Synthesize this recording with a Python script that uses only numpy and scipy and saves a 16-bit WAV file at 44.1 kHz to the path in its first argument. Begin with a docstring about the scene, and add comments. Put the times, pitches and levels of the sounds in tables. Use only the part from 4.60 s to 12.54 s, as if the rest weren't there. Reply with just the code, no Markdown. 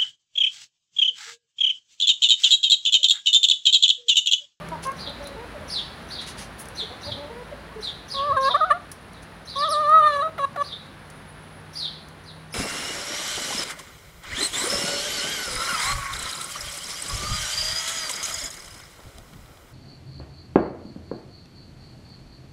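"""Hens feed in a muddy yard, over an outdoor hush and a faint low drone. From the start, beaks tick on
grit, feet and feathers scuff, far hens murmur and young birds peep in whistles that ring off the walls.
At 3.5 s a near hen cackles, her syrinx buzzing through throat resonances and flipping up in register.
At 5 s she wails; the wail turns rough in its second half and breaks at the end. She clucks twice.
After 6 s a few peeps, pecks and a thin twitter remain."""
import sys
import numpy as np
from scipy import signal
from scipy.fft import rfft, irfft
from scipy.io import wavfile

SR = 44100
rng = np.random.default_rng(int(sys.argv[2]) if len(sys.argv) > 2 else 0)


def pcm_store(signal):
    """Save signal as 16-bit PCM."""
    levels = np.round(np.clip(np.atleast_2d(signal), -1, 1) * 32767)
    wavfile.write(sys.argv[1], SR, levels.astype(np.int16).T)


N = 350154
T = np.arange(N) / SR

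# outdoor air spectrum: freq_hz, gain_db
HUSH_SPECTRUM = [(25, -42), (48, -5), (95, -9.5), (195, -7.5), (300, -13), (700, -14), (1700, -16),
                 (2600, -23), (4200, -27), (6000, -38.5), (7900, -41.5), (10000, -39.5), (12500, -46.5),
                 (15500, -47)]
# outdoor air contour: time_s, level_db
HUSH_CURVE = [(0, -46.5), (.9, -47.5), (1.75, -47.5), (2.9, -49.5), (4.5, -52), (6.4, -52), (7.94, -53)]
# upper and lower drone tones: time_s, pitch_hz, level_db
DRONE_UPPER = [(0.0, 164.0, -38), (0.67, 166.4, -57), (2.08, 158.3, -57.5), (4.45, 156.1, -54),
               (4.54, 165.0, -50), (5.97, 149.4, -50), (7.8, 157.5, -42.5)]
DRONE_LOWER = [(0.0, 80.0, -52), (3.19, 86, -53), (3.43, 92.2, -54), (7.06, 95.2, -51), (7.21, 82.6, -56),
               (7.8, 90, -52)]
# boom under the drone: time_s, level_db
BOOM_CURVE = [(0.0, -58), (0.65, -49), (2.06, -59), (2.11, -66), (3.04, -45), (3.65, -62), (3.69, -53),
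              (5.63, -68), (7.8, -56)]
# soft thuds: start_s, length_s, level_db
THUD_EVENTS = [(2.433, 0.19, -40), (3.678, 0.11, -39)]

# peck, scuff and crackle spectrum: freq_hz, gain_db
GRIT_SPECTRUM = [(500, -25), (2000, 7), (4000, 7), (6000, 8), (8000, -2), (10000, 9), (12500, -13.5),
                 (16000, -15)]
# beak strikes: start_s, level_db, decay_s
PECK_EVENTS = [(.088, -38.5, 0.0015), (0.269, -35, 0.0028), (0.318, -38, 0.0014), (0.495, -45, 0.0032),
               (.642, -42, .002), (0.672, -35, 0.0034), (1.997, -42, 0.0035), (2.056, -37, 0.0019),
               (2.086, -36, 0.0022), (4.316, -32.5, 0.0057), (4.533, -48, 0.0023), (5.294, -40, .003),
               (5.483, -45, .005), (6.501, -44.5, 0.0052), (7.486, -43.5, 0.0021)]
# foot and feather strokes: start_s, length_s, level_db, tilt_db_per_octave
SCUFF_EVENTS = [(0.217, 0.059, -33.5, 1.5), (1.593, 0.077, -40, -2.5), (1.653, 0.098, -37, -1),
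                (1.763, 0.13, -38.5, -0.5), (1.974, 0.079, -37, 14), (4.612, 0.043, -46, 5)]
# far hens: start_s, length_s, first_hz, last_hz, level_db, throat_hz
MURMUR_NOTES = [ (0, 0.1, 603, 596, -41, 950), (0.11, 0.055, 328.3, 308.5, -29.5, 880),
                (0.249, 0.079, 516, 550.4, -26, 970), (0.468, 0.049, 273, 281, -37, 620),
                (0.592, 0.18, 288, 268, -40, 616), (0.758, 0.1, 442, 493, -39.5, 685),
                (0.94, 0.048, 651, 520, -37, 613), (1.005, 0.061, 644, 504, -39, 583),
                (2.215, 0.037, 465, 406, -39.5, 500), (2.298, 0.049, 238, 265, -39.5, 650),
                (2.451, 0.059, 270.5, 308, -36.5, 674), (2.543, 0.161, 268, 307.7, -38, 660),
                (2.69, 0.15, 452.5, 498, -39.5, 664), (2.91, 0.035, 647, 473, -35, 590),
                (3.089, .05, 465, 586, -46, 1090), (3.154, 0.056, 451, 426, -37, 500),
                (3.893, 0.046, 485, 514, -28, 1000)]
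# very high whistles: start_s, length_s, pitch_hz, level_db
TWITTER_NOTES = [(1.243, 0.34, 10100, -59), (6.66, 0.36, 10430, -56.5)]

# airy top of a peep: freq_hz, gain_db
PEEP_SPECTRUM = [(2500, -10.5), (4500, -1), (6200, -6), (7800, -22), (9700, -3), (11500, -14.5),
                 (15500, -24)]
# two-note peeps: start_s, level_db
TWO_NOTE_EVENTS = [(0.378, -32.5), (1.499, -30), (2.425, -30.5), (2.969, -56), (3.82, -26.5), (4.867, -32),
                   (6.031, -33.5)]
# their shared tune: offset_s, pitch_hz, level_db
TWO_NOTE_CURVE = [(0, 3800, -5.5), (.03, 4730, 2), (.055, 4020, -1.5), (.075, 3600, -8.5),
                  (.096, 3760, 9.5), (.118, 3620, -24)]
# sliding peeps: start_s, length_s, top_hz, end_hz, level_db, nearness (0-1)
SLIDE_EVENTS = [(0.64, 0.041, 4160, 3910, -35, 0), (1.091, 0.13, 5225, 2878, -27.5, 0.27),
                (2.164, .082, 4450, 3036, -27.5, .25), (3.22, 0.093, 4470, 3055, -28.5, 0.29),
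                (3.494, 0.12, 5145, 2750, -28.5, 0), (4.509, 0.097, 4480, 3540, -55, 0),
                (4.968, 0.11, 5046, 3100, -29, 0.12), (5.084, .089, 5860, 2980, -35, 1),
                (7.145, 0.15, 5113, 3100, -28.5, 0), (7.649, .082, 4820, 3200, -43, 0),
                (7.92, .09, 5680, 3400, -39, 1)]
# their shared hook and fall: length_share, pitch_range_share, level_db
SLIDE_CURVE = [(0, .45, 4), (.19, .98, -3.5), (.4, .62, 0), (.72, 0.27, 0), (1, 0, -4)]

# near hen's upper throat resonances: freq_hz, gain_db
THROAT_SPECTRUM = [(2100, -22.5), (2700, -19), (3350, -22.5), (3850, -10), (4300, -21.5), (4900, -40.5),
                   (6200, -32), (7900, -42.5), (9600, -30), (12000, -44)]
# noise of a breaking voice: freq_hz, gain_db
HOARSE_SPECTRUM = [(300, -24), (700, 4.5), (1200, -9), (2000, -8), (4000, -22), (7000, -31)]
# long calls: time_s, pitch_hz, level_db (harmonic 2), edge_db (harmonic 3 re 2)
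CACKLE_CURVE = [(3.538, 550, -35, -15), (3.6, 544.4, -22.5, -28), (3.68, 595.3, -22, -22),
                (3.715, 544.6, -15, -23), (3.775, 533.3, -13.5, -11.5), (3.815, 535.4, -21.5, -18.5),
                (3.87, 539.3, -14.5, -10), (3.95, 572.4, -10.5, -15.5), (4.03, 630.5, -12.5, -27),
                (4.11, 578, -9, -9.5), (4.18, 630, -25, -24)]
WAIL_CURVE = [(4.955, 538, -28.5, -35), (5.035, 594, -17, -11.5), (5.07, 570.3, -24, -25),
              (5.21, 612, -16.5, -22), (5.252, 579, -20, -18), (5.335, 634.3, -8, -24.5),
              (5.385, 634, -7.5, -23), (5.425, 600.6, -13, -19.5), (5.47, 612.8, -9.5, -15.5),
              (5.52, 576.5, -25.5, -4.5), (5.6, 564.8, -19.5, -14), (5.67, 554, -23.5, -25.5),
              (5.703, 570, -46, -21)]
# flips into a thin, higher register: start_s, length_s, rise_hz, dip_db
REGISTER_FLIPS = [(3.717, 0.056, 115, -14), (3.884, 0.066, 175, -29.5), (3.956, 0.061, 162.3, -21),
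                  (4.037, 0.076, 138, -22), (4.117, .085, 93.6, -13.5), (5.036, .054, 69.5, 0),
                  (5.099, 0.046, 51.3, 1.5), (5.612, 0.095, 81.7, 2.5)]
# clucks: start_s, length_s, pitch_hz, peak_db, edge_db
CLUCK_NOTES = [(5.775, 0.084, 557, -15, -15.5), (5.955, 0.0773, 574, -16.5, -16)]
# lift of harmonics 4 and up: call name -> lift_db
LIFT_DB = {"cackle": 1, "wail": 2.5, "cluck": 3.5}

BODY_DB, BODY_SHARE = -21.5, .21  # fundamental: base level, share of level_db it follows
CLEAR_ROUGH, LATE_ROUGH, BROKEN_ROUGH = .015, .045, .65


def undb(db):
    """Decibels to gain."""
    return 10 ** (np.asarray(db) / 20)


def unit(x):
    """Scale to rms 1."""
    return x / np.sqrt(np.mean(x ** 2) + 1e-20)


def span(length_s):
    """Time axis, 5 ms or more."""
    return np.arange(int(max(length_s, .005) * SR)) / SR


def add(out, start_s, x):
    """Mix x into out at start_s."""
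    i = int(max(start_s, 0) * SR)
    out[i:i + len(x)] += x[:max(len(out) - i, 0)]


def read(curve, t):
    """Interpolate a curve's columns at t."""
    times, *columns = np.transpose(curve)
    return [np.interp(t, times, column) for column in columns]


def shape_db(hz, spectrum):
    """Interpolate a spectrum over log frequency."""
    freq_hz, db = np.transpose(spectrum)
    return np.interp(np.log(hz + 1e-9), np.log(freq_hz), db)


def noise(n, spectrum, tilt_db=0):
    """Coloured noise, rms 1; tilt_db per octave above 1 kHz."""
    hz = np.maximum(np.arange(n // 2 + 1) * SR / n, 1)
    slope_db = tilt_db * np.log2(np.maximum(hz, 1000) / 1000)
    return unit(irfft(rfft(rng.standard_normal(n)) * undb(shape_db(hz, spectrum) + slope_db), n))


def walk(t, rate_hz):
    """Random drift between Gaussian knots."""
    knots = rng.standard_normal(int(t[-1] * rate_hz) + 2)
    return np.interp(t * rate_hz, np.arange(len(knots)), knots)


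def gate(t, rise_s, fall_s):
    """Smooth onset and release."""
    return np.sin(np.pi / 2 * np.clip(np.minimum(t / rise_s, (t[-1] - t) / fall_s), 0, 1)) ** 2


def phase_rad(hz):
    """Running phase of a pitch curve."""
    return 2 * np.pi * np.cumsum(hz) / SR


def echo(x, delay_s, db):
    """x plus one wall reflection."""
    return x + undb(db) * np.interp(T - delay_s, T, x, left=0)


def yard(x, early_s, late_s, late_db):
    """Scatter from ground and walls: dense burst, weak longer tail."""
    t = span(.87)
    decay = np.exp(-t / early_s) + undb(late_db) * np.exp(-t / late_s)
    response = rng.standard_normal(len(t)) * decay * gate(t, .00066, .16)
    return signal.fftconvolve(x, response / np.linalg.norm(response))[:N]


def hush():
    """Outdoor air, high hiss and the crackle of many feet on litter."""
    air_db, = read(HUSH_CURVE, T)
    air = noise(N, HUSH_SPECTRUM) * undb(air_db + 7 + .5 * walk(T, 10))
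    hiss = noise(N, [(7500, -57), (9000, -5), (10200, -4), (11200, -9.5), (13000, -45)])
    hiss *= undb(-66.5 + 1.9 * walk(T, 14))
    crackle = noise(N, GRIT_SPECTRUM) * undb(-72 + np.minimum(6 * walk(T, 260), 16))
    return air + hiss + crackle


def drone(boom_hz=54.6):
    """Two far, wavering tones over a boom."""
    out = np.zeros(N)
    tones = [(*read(DRONE_UPPER, T), -1.5), (*read(DRONE_LOWER, T), -1),
             (boom_hz, *read(BOOM_CURVE, T), 2)]
    for hz, db, trim_db in tones:
        gain = undb(db + trim_db + 2 * walk(T, 7.4))
        out += gain * np.sin(phase_rad(hz * (1 + .01203 * walk(T, 16))))
    return out


def thuds():
    """Dull noise bursts near 100 Hz."""
    out = np.zeros(N)
    for start_s, length_s, db in THUD_EVENTS:
        t = span(length_s)
        body = noise(len(t), [(40, -15), (100, -.5), (180, -13.5), (400, -19.5), (2000, -56)])
        add(out, start_s, undb(db) * body * gate(t, .019, .44 * length_s))
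    return out


def foraging():
    """Beaks tick on grit; feet and feathers brush it in grainy strokes."""
    out = np.zeros(N)
    for start_s, db, decay_s in PECK_EVENTS:
        t = span(.047)
        add(out, start_s, undb(db) * noise(len(t), GRIT_SPECTRUM, tilt_db=8) * np.exp(-t / decay_s))
    for start_s, length_s, db, tilt_db in SCUFF_EVENTS:
        t = span(length_s)
        grain = undb(walk(t, 700))
        stroke = noise(len(t), GRIT_SPECTRUM, tilt_db) * grain
        add(out, start_s, undb(db) * stroke * gate(t, .034, .91 * length_s))
    return out + undb(-8) * yard(out, early_s=.018, late_s=.08, late_db=-15)


def murmurs(throat_q=4.5):
    """Far hens: soft, hoarse notes through one throat resonance."""
    out = np.zeros(N)
    harmonic = np.arange(1, 6)[:, None]
    for start_s, length_s, first_hz, last_hz, db, throat_hz in MURMUR_NOTES:
        t = span(length_s)
        hz = np.linspace(first_hz, last_hz, len(t)) * (1 + .02 * walk(t, 170))
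        ratio = harmonic * hz / throat_hz
        gains = 1 / np.hypot(1, throat_q * (ratio - 1 / ratio)) / harmonic ** .8
        note = unit(np.sum(gains * np.sin(harmonic * phase_rad(hz)), axis=0))
        hoarse = 1 + .45 * walk(t, 170)
        add(out, start_s, undb(db - 3) * note * hoarse * gate(t, .011, .011))
    return out + undb(-5) * yard(out, early_s=.02, late_s=.09, late_db=-7)


def twitters():
    """Faint wavering whistles near 10 kHz, scattered sound only."""
    out = np.zeros(N)
    for start_s, length_s, hz, db in TWITTER_NOTES:
        t = span(length_s)
        gain = undb(db - 3 + 4.6 * walk(t, 36))
        whistle = np.sin(phase_rad(hz * (1 + .025 * walk(t, 60))))
        add(out, start_s, gain * whistle * gate(t, .0093, .038))
    return yard(out, early_s=.008, late_s=.08, late_db=-18)


def peep_voice(t, hz, swell_db, octave_db):
    """Hoarse whistle with a fading octave."""
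    phase = phase_rad(hz * (1 + .028 * walk(t, 800)))
    octave = undb(octave_db + shape_db(2 * hz, PEEP_SPECTRUM) - 11 * t / t[-1]) * np.sin(2 * phase)
    return undb(swell_db) * (np.sin(phase) + octave)


def two_note_peep():
    """Arched note, catch, short lower note."""
    t = span(TWO_NOTE_CURVE[-1][0])
    hz, swell_db = read(TWO_NOTE_CURVE, t)
    return peep_voice(t, hz, swell_db, octave_db=-15) * gate(t, .0082, .004)


def sliding_peep(length_s, top_hz, end_hz, nearness, beak_hz=4220, beak_width_hz=1230):
    """Whistle hooks up, then slides down through the beak resonance; nearer is brighter."""
    t = span(length_s)
    height, swell_db = read(SLIDE_CURVE, t / length_s)
    hz = end_hz + (top_hz - end_hz) * height
    beak_db = 4 - 10 * np.log10(1 + ((hz - beak_hz) / beak_width_hz) ** 2)
    return peep_voice(t, hz, swell_db + beak_db, octave_db=-11 + 18 * nearness) * gate(t, .022, .034)


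def peeps(squeak_hz=5750):
    """Young birds: squeak, air puff, whistle, largely heard off the walls; nearer is drier."""
    calls = [(start_s, db, 0, two_note_peep()) for start_s, db in TWO_NOTE_EVENTS]
    for start_s, length_s, top_hz, end_hz, db, nearness in SLIDE_EVENTS:
        calls.append((start_s, db, nearness, sliding_peep(length_s, top_hz, end_hz, nearness)))
    direct, scattered = np.zeros((2, N))
    for start_s, db, nearness, whistle in calls:
        t = T[:len(whistle)]
        # membrane flutter spreads the whistle into a band
        flutter = 1 + .55 * (1 - .6 * nearness) * walk(t, 700)
        add(direct, start_s, undb(db - 6.5 + 11.5 * nearness) * whistle * flutter)
        deep_flutter = .35 + 1.1 * walk(t, 950)
        add(scattered, start_s, undb(db) * whistle * deep_flutter)
        puff = noise(len(t), PEEP_SPECTRUM) * gate(t, .011, .77 * t[-1])
        add(scattered, start_s - .02, undb(db - 17) * puff)
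        t = span(.028)
        squeak = np.sin(phase_rad(squeak_hz * (1 + .055 * walk(t, 700)))) * gate(t, .012, .01)
        add(scattered, start_s - .022, undb(db - 14) * squeak)
    walls = yard(echo(scattered, delay_s=.033, db=-12.5), early_s=.0082, late_s=.083, late_db=-10.5)
    return undb(-2) * echo(direct, delay_s=.021, db=-6) + undb(-1.5) * walls


def hen_voice(t, hz, body_db, level_db, edge_db, lift_db, rough):
    """Syrinx buzz; the throat rings harmonic 2 and colours the higher ones."""
    hz = hz * (1 + .005 * walk(t, 150) + .07 * rough * walk(t, 700))
    phase = phase_rad(hz)
    voice = undb(body_db) * np.sin(phase)
    voice += undb(level_db + .8 * walk(t, 90)) * np.sin(2 * phase)
    voice += undb(level_db + edge_db + 2.2 * walk(t, 70)) * np.sin(3 * phase)
    upper_db = lift_db + .39 * body_db + .54 * level_db + .75 * edge_db
    for k in range(4, 21):
        flicker_db = 5 * walk(t, 50)
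        voice += undb(upper_db + shape_db(k * hz, THROAT_SPECTRUM) + flicker_db) * np.sin(k * phase)
    # air rasps through the throat once a cycle
    voice += undb(upper_db - 25.5 + 14 * rough) * noise(len(t), THROAT_SPECTRUM) * (1 + np.cos(phase))
    # a breaking voice turns partly to noise and shakes
    voice += undb(2.5 + (body_db + level_db) / 2) * rough ** 2 * noise(len(t), HOARSE_SPECTRUM)
    shake = 1 + rough * walk(t, 600) + np.minimum(3 * rough, .25) * walk(t, 110)
    return voice * shake * gate(t, .006, .006)


def long_call(curve, lift_db, roughens, onset_s=.09, rough_after_s=.42, break_s=.03):
    """Held note cut by register flips; if roughens, it turns rough late and breaks at the end."""
    start_s = curve[0][0]
    t = span(curve[-1][0] - start_s)
    hz, level_db, edge_db = read(curve, start_s + t)
    rise_hz, dip_db = np.zeros((2, len(t)))
    for flip_s, length_s, flip_hz, flip_db in REGISTER_FLIPS:
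        if flip_s > start_s:
            flip = gate(span(length_s), .024, .018)
            add(rise_hz, flip_s - start_s, flip_hz * flip)
            add(dip_db, flip_s - start_s, flip_db * flip)
    body_db = BODY_DB + BODY_SHARE * level_db - 11 * np.exp(-t / onset_s) + .37 * dip_db
    late = np.clip(4 * (t / rough_after_s - 1), 0, 1)
    breaking = np.clip(1 - (t[-1] - t) / break_s, 0, 1)
    rough = CLEAR_ROUGH + .003 * np.abs(dip_db)
    rough += roughens * (LATE_ROUGH * late + BROKEN_ROUGH * breaking)
    hz = (hz + rise_hz) * (1 + .00412 * walk(t, 55))
    return hen_voice(t, hz, body_db, level_db + dip_db, edge_db + .34 * dip_db, lift_db, rough)


def cluck(length_s, hz, peak_db, edge_db, scoop_hz=158.4, catch_s=.017):
    """A hoarse catch drops onto the note, which swells and stops short."""
    t = span(length_s)
    catch = np.exp(-(t / catch_s) ** 4)
    swell = np.exp(-((t / length_s - .84) / .18) ** 2)
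    level_db = peak_db - 9.5 * (1 - swell) - 9 * catch
    body_db = BODY_DB + BODY_SHARE * level_db - 3.5
    rough = LATE_ROUGH / 2 + BROKEN_ROUGH * catch
    voice = hen_voice(t, hz + scoop_hz * catch, body_db, level_db, edge_db, LIFT_DB["cluck"], rough)
    return voice * gate(t, .008, .011)


def near_hen():
    """Cackle, wail, two clucks; the yard rings faintly."""
    out = np.zeros(N)
    add(out, CACKLE_CURVE[0][0], long_call(CACKLE_CURVE, LIFT_DB["cackle"], roughens=False))
    add(out, WAIL_CURVE[0][0], long_call(WAIL_CURVE, LIFT_DB["wail"], roughens=True))
    for start_s, *note in CLUCK_NOTES:
        add(out, start_s, cluck(*note))
    return out + undb(-17.5) * yard(out, early_s=.035, late_s=.1, late_db=-9)


def scene():
    """Mono mix."""
    return (near_hen() + peeps() + twitters() + murmurs() + foraging() + thuds() + drone() + hush())[None]


def record(dry):
    """Band limit: 44 Hz to 15.85 kHz."""
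    highpass = signal.butter(6, 44, "high", fs=SR, output="sos")
    lowpass = signal.ellip(10, .2, 80, 15850, fs=SR, output="sos")
    return signal.sosfilt(lowpass, signal.sosfilt(highpass, dry))


dry = scene()
out = record(dry)
pcm_store(out)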